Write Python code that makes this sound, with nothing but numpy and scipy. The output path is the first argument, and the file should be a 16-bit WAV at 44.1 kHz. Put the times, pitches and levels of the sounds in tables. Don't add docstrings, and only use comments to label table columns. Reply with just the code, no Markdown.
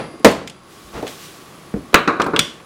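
import sys
import numpy as np
from scipy import signal
from scipy.fft import rfft, irfft, next_fast_len
from scipy.io import wavfile
from scipy.ndimage import uniform_filter1d

SR = 44100
rng = np.random.default_rng(int(sys.argv[2]) if len(sys.argv) > 2 else 0)


def unload_wav(signal):
    wavfile.write(
        sys.argv[1],
        SR,
        np.round(np.clip(np.atleast_2d(signal).T, -1, 1) * 32767).astype(np.int16),
    )


N = 116865
RING_S = 0.8


def amp(db):
    return 10 ** (np.asarray(db) / 20)


def unit(x):
    return x / np.sqrt(np.mean(x ** 2) + 1e-20)


def along(points, hz):
    point_hz, values = np.transpose(points)
    return np.interp(np.log(hz + 1e-6), np.log(point_hz), values)


def level(rows):
    return amp(np.interp(np.arange(N) / SR, *np.transpose(rows)))


def coloured(x, gain):
    size = 2 * next_fast_len(len(x) // 2 + SR // 20)
    magnitude = np.maximum(gain(np.fft.rfftfreq(size, 1 / SR)), 1e-6)
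    cepstrum = irfft(np.log(magnitude))
    cepstrum[1:size // 2] *= 2
    cepstrum[size // 2 + 1:] = 0
    response = np.exp(rfft(cepstrum))
    return irfft(rfft(x, size) * response, size)[:len(x)]


def noise(gain):
    return unit(coloured(rng.standard_normal(N), gain))


def low_cut(f, cut_hz):
    return f ** 2 / np.hypot(f ** 2, cut_hz ** 2)


def add(track, start_s, sound):
    i = round(start_s * SR)
    part = sound[max(-i, 0):N - i]
    track[max(i, 0):][:len(part)] += part


def age():
    return np.arange(int(RING_S * SR)) / SR


def ring(modes, wander_hz_per_khz=0):
    t = age()
    knots_s = np.arange(0, RING_S, 0.01)
    out = np.zeros(len(t))
    for k, (hz, db, t60_s) in enumerate(modes):
        waver = np.interp(t, knots_s, rng.standard_normal(len(knots_s)))
        drift = np.cumsum(waver) / SR
        phase = hz * t + wander_hz_per_khz * hz / 1000 * drift
        envelope = amp(db + rng.normal(0, 1) - 60 * t / t60_s)
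        polarity = (-1) ** k
        out += polarity * envelope * np.sin(2 * np.pi * phase)
    return out


def burst(body, t60_at_0hz_s, room_db, treble_damping):
    # hz, t60_s
    room = [(100, 0.62), (400, .42), (1200, 0.42), (3000, 0.41), (8000, 0.38), (16000, 0.26)]
    t = age()
    hz, s, z = signal.stft(rng.standard_normal(len(t)), SR, nperseg=128)
    body_t60_s = t60_at_0hz_s / (1 + hz[:, None] / 1000) ** treble_damping
    room_t60_s = along(room, hz)[:, None]
    body_fade = amp(-60 * s / body_t60_s)
    room_fade = amp(room_db - 60 * s / room_t60_s)
    fade = np.hypot(body_fade, room_fade)
    x = signal.istft(z * fade, SR, nperseg=128)[1][:len(t)]
    return coloured(x, lambda f: unit(amp(along(body, f))))


def contact(x, cut_hz, bass_db=0):
    def gain(f):
        bass = amp(bass_db / (1 + (f / 600) ** 2))
        return bass / np.hypot(1, (f / cut_hz) ** 2)
    return coloured(x, gain)


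def workshop():
    # hz, relative_db
    fan_colour = [(15, 7), (25, -15), (178, -2), (246, -12.5), (340, 1.5), (495, -15), (666, -15),
                  (945, -20), (1110, -2), (1490, -17.5), (1660, -20), (1900, -19), (8810, -29),
                  (10100, -29.5), (15500, -46)]

    def band(hz, half_width_hz):
        return noise(lambda f: 1 / (1 + ((f - hz) / half_width_hz) ** 2))
    fan = amp(-46) * noise(lambda f: amp(along(fan_colour, f)) * low_cut(f, cut_hz=42))
    resonance = amp(-57.5) * band(1108, half_width_hz=47)
    whine = amp(-61.5) * band(9960, half_width_hz=76)
    return fan + resonance + whine


def background_hiss():
    # time_s, level_db
    hiss_level = [(0, -82), (.58, -67), (.72, -46), (1.05, -47.5), (1.09, -36.5), (1.17, -42.5),
                  (1.245, -38), (1.29, -43), (1.5, -49.5), (1.9, -55), (2.65, -60)]
    # hz, relative_db
    hiss_colour = [(880, -29), (1500, -2), (2070, -3.5), (3440, -1.5), (4390, -3.5), (7520, -6.5),
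                   (15500, -13)]
    return level(hiss_level) * noise(lambda f: amp(along(hiss_colour, f)))


def slide():
    # time_s, level_db
    slide_level = [(.92, -45.5), (.945, -31), (.975, -28.5), (1.02, -35), (1.09, -37.5), (1.16, -44.5)]
    # hz, relative_db
    slide_colour = [(30, -29), (150, 3), (500, -1.5), (1000, -5), (2500, -14), (6000, -23.5), (16000, -41)]
    return level(slide_level) * noise(lambda f: amp(along(slide_colour, f)))


def thuds():
    # start_s, level_db, pitch_hz, t60_s (burst: at 0 Hz)
    thud_rows = [(0.139, -36.5, 349, 0.2), (0.199, -34.5, 298, 0.13), (.983, -30, 477, 0.17),
                 (1.027, -19.5, 418, 0.13), (1.741, -17.5, 225.7, 0.11), (1.763, -25, 281, .14),
                 (1.931, -25, 320, 0.077), (2.392, -25, 157, 0.16)]
    # multiple_of_pitch, relative_db
    thud_body = [(.1, -25), (.5, -9), (1, 1), (1.8, -6.5), (3.5, -25.5), (10, -36), (40, -62)]
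    # start_s, level_db (ahead of the slow rise)
    sway_rows = [(.845, -37), (.94, -28), (1.741, -25), (2.392, -32)]
    sway_hz, sway_t60_s, sway_rise_s = 57, 0.22, 0.0085
    out = np.zeros(N)
    for start_s, db, hz, t60_s in thud_rows:
        body = [(k * hz, gain_db) for k, gain_db in thud_body]
        pad = amp(1.5) * burst(body, t60_s, room_db=-13.5, treble_damping=0.6)
        note = ring([(hz, 0, t60_s)])
        add(out, start_s, amp(db) * (pad + note))
    for start_s, db in sway_rows:
        rise = 1 - np.exp(-age() / sway_rise_s)
        sway = ring([(sway_hz, 0, sway_t60_s)]) * rise
        add(out, start_s, amp(db) * sway)
    return out


def ticks():
    # start_s, level_db, t60_at_0hz_s
    crack_rows = [(0.2479, 1.5, 0.02), (1.9433, 19, 0.022)]
    # hz, relative_db
    crack_body = [(30, -7.5), (300, 0.5), (1500, -1), (3000, 3), (6000, -35.5), (16000, -22.5)]
    # start_s, level_db, centre_hz
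    tick_rows = [(.069, -53, 10100), (.138, -59, 12000), (.196, -48, 10000), (.264, -26, 7000),
                 (.286, -35, 8000), (0.315, -21, 8950), (.4755, -22, 7500), (.498, -33, 8150),
                 (1.025, -40, 11800), (1.068, -28.5, 2180), (1.7391, -28, 1430), (1.93, -28.5, 3130),
                 (1.954, -14, 6600), (2.0768, -17, 5500), (2.101, -45, 11000), (2.1989, -19.5, 4480),
                 (2.242, -32, 7950), (2.336, -38, 4200), (2.265, -31, 11000), (2.60, -39, 2190)]
    # multiple_of_centre, relative_db
    tick_body = [(.05, -32), (.3, 10), (.7, -2), (1, 3.5), (1.5, -9.5), (3, -27.5), (10, -31)]
    out = np.zeros(N)
    for start_s, db, t60_s in crack_rows:
        crack = burst(crack_body, t60_s, room_db=-32, treble_damping=0.34)
        add(out, start_s, amp(db) * crack)
    for start_s, db, hz in tick_rows:
        body = [(k * hz, gain_db) for k, gain_db in tick_body]
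        tick = burst(body, t60_at_0hz_s=0.055, room_db=-21, treble_damping=0.13)
        add(out, start_s, amp(db) * tick)
    return out


def clicks():
    # start_s, level_db, contact_cutoff_hz, low_cut_hz, ring_db
    click_rows = [(.471, -40, 5100, 2800, -28), (0.4741, -21, 7000, 2800, -25),
                  (.4978, -21.5, 7500, 2800, -23), (1.068, -25.5, 6000, 700, -32),
                  (1.077, -24.5, 12000, 1200, -32), (2.218, -10, 8250, 2520, -28),
                  (2.3629, -5, 4370, 900, -26), (2.392, 2, 13400, 675, -18)]
    # hz, relative_db
    click_body = [(30, -18), (1150, -15.5), (1400, 0), (1800, -4), (2400, -3), (2750, 0), (3350, 2.5),
                  (3900, -4.5), (4800, -5.5), (6000, -8.5), (8500, -9.5), (11500, -17), (14000, -18.5),
                  (16000, -30)]
    # hz, relative_db, t60_s
    click_modes = [(1293, -20, 0.11), (1420, -16, 0.12), (2110, -11.5, 0.26), (2870, -11, .25),
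                   (3060, -9, 0.29), (3310, -4, 0.28), (3346, -5, 0.18), (3445, -7, 0.25), (3470, -3, 0.28),
                   (3630, -13, 0.22), (4930, -14, .3), (5700, -9, 0.26)]
    wander_hz_per_khz = 9.1
    out = np.zeros(N)
    for start_s, db, cut_hz, low_hz, ring_db in click_rows:
        crack = burst(click_body, t60_at_0hz_s=0.053, room_db=-23.5, treble_damping=0.34)
        steel = amp(ring_db) * ring(click_modes, wander_hz_per_khz)
        click = contact(crack + steel, cut_hz)
        add(out, start_s, amp(db) * coloured(click, lambda f: low_cut(f, low_hz)))
    return out


def knocks():
    # start_s, level_db, contact_cutoff_hz, bass_db, t60_at_0hz_s
    knock_rows = [(1.9428, 4, 3170, 2, 0.033), (2.0758, 0.5, 2250, 4.5, 0.12), (2.198, -6, 2010, 6, 0.16),
                  (2.263, -13, 1090, 10.5, 0.18), (2.335, -12, 1370, 7.5, 0.2),
                  (2.380, -20, 820, 12.5, 0.12)]
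    # hz, relative_db
    knock_body = [(30, -27), (100, -14), (170, -9.5), (330, 2), (560, -3), (850, -4.5), (1130, 3.5),
                  (1550, 0.5), (1950, -9), (2450, -3), (3200, -23), (3900, -4.5), (5200, -18.5),
                  (8500, -14), (16000, -29)]
    # hz, relative_db, t60_s
    knock_modes = [(168.6, -6.5, 0.5), (323, -4.5, .31), (462.6, -3, 0.43), (571, -5, 0.49),
                   (743, -7, 0.38), (1085, 8.5, 0.26), (1172, 10, 0.21), (1429, 13.5, 0.096),
                   (1470, 1, 0.44), (1654, -2, 0.4), (2012, 0.5, 0.21), (2370, -21, 0.23), (4100, -26, .28),
                   (6700, -4, 0.29)]
    out = np.zeros(N)
    for start_s, db, cut_hz, bass_db, t60_s in knock_rows:
        thump = burst(knock_body, t60_s, room_db=-9.5, treble_damping=0.15)
        modes = amp(-21.5) * ring(knock_modes)
        add(out, start_s, amp(db) * contact(thump + modes, cut_hz, bass_db))
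    return out


def taps():
    # start_s, level_db, contact_cutoff_hz
    tap_rows = [(-.118, 4.5, 4660), (0.2463, 11.5, 7400)]
    # hz, relative_db
    tap_body = [(30, -22.5), (90, -12), (200, -3.5), (500, -2), (1000, -8), (1800, -12.5), (3300, -18),
                (6000, -24), (10000, -25), (16000, -26.5)]
    # hz, relative_db, t60_s
    tap_modes = [(204, 2, 0.19), (245.7, -0.5, 0.2), (284.2, -7.5, .45), (329.3, -3.5, 0.16),
                 (464.6, -1, 0.32), (525.5, -1, 0.35), (586.4, -0.5, 0.27), (658, -3, 0.27),
                 (821.4, 0.5, 0.11), (1042, -6.5, 0.32), (1890, -15, 0.3), (3520, -43, 0.33),
                 (4410, -22, 0.42), (6850, -28, .4), (8400, -27, 0.33), (12328, -30, .35)]
    # hz, level_db, t60_s
    punch_modes = [(2099, -43, 1.2), (4680, -53, 1.2), (4850, -45, 1.5), (9453, -45, .85),
                   (10185, -42, .75)]
    # hz, level_db, t60_s
    pin_modes = [(1340, -37.5, 1.8), (4830, -46, 1.9)]
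    out = np.zeros(N)
    for start_s, db, cut_hz in tap_rows:
        blow = burst(tap_body, t60_at_0hz_s=0.11, room_db=-13.5, treble_damping=0.43)
        modes = amp(-15) * ring(tap_modes)
        add(out, start_s, amp(db) * contact(blow + modes, cut_hz))
    add(out, tap_rows[0][0], ring(punch_modes))
    add(out, tap_rows[-1][0], ring(pin_modes))
    return out


def scene():
    background = workshop() + background_hiss() + slide()
    small_contacts = thuds() + ticks() + clicks()
    return (background + small_contacts + knocks() + taps())[None]


def record(dry):
    duck_db, duck_above, recover_s, smooth_s = 11.5, 1, 0.25, 0.056
    clip_top, top_hz = 1.0, 16000
    t = np.arange(N) / SR
    loud = uniform_filter1d(np.abs(dry[0]), size=441) > duck_above
    last_loud_s = np.maximum.accumulate(np.where(loud, t, -10))
    recovery = np.exp(-(t - last_loud_s) / recover_s)
    pole = np.exp(-1 / (smooth_s * SR))
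    duck = signal.lfilter([1 - pole], [1, -pole], recovery)
    clipped = np.clip(dry[0] * amp(-duck_db * duck), -clip_top, clip_top)
    low_pass = signal.firwin(201, top_hz, fs=SR)
    return signal.fftconvolve(clipped, low_pass, "same")[None]


dry = scene()
out = record(dry)
unload_wav(out)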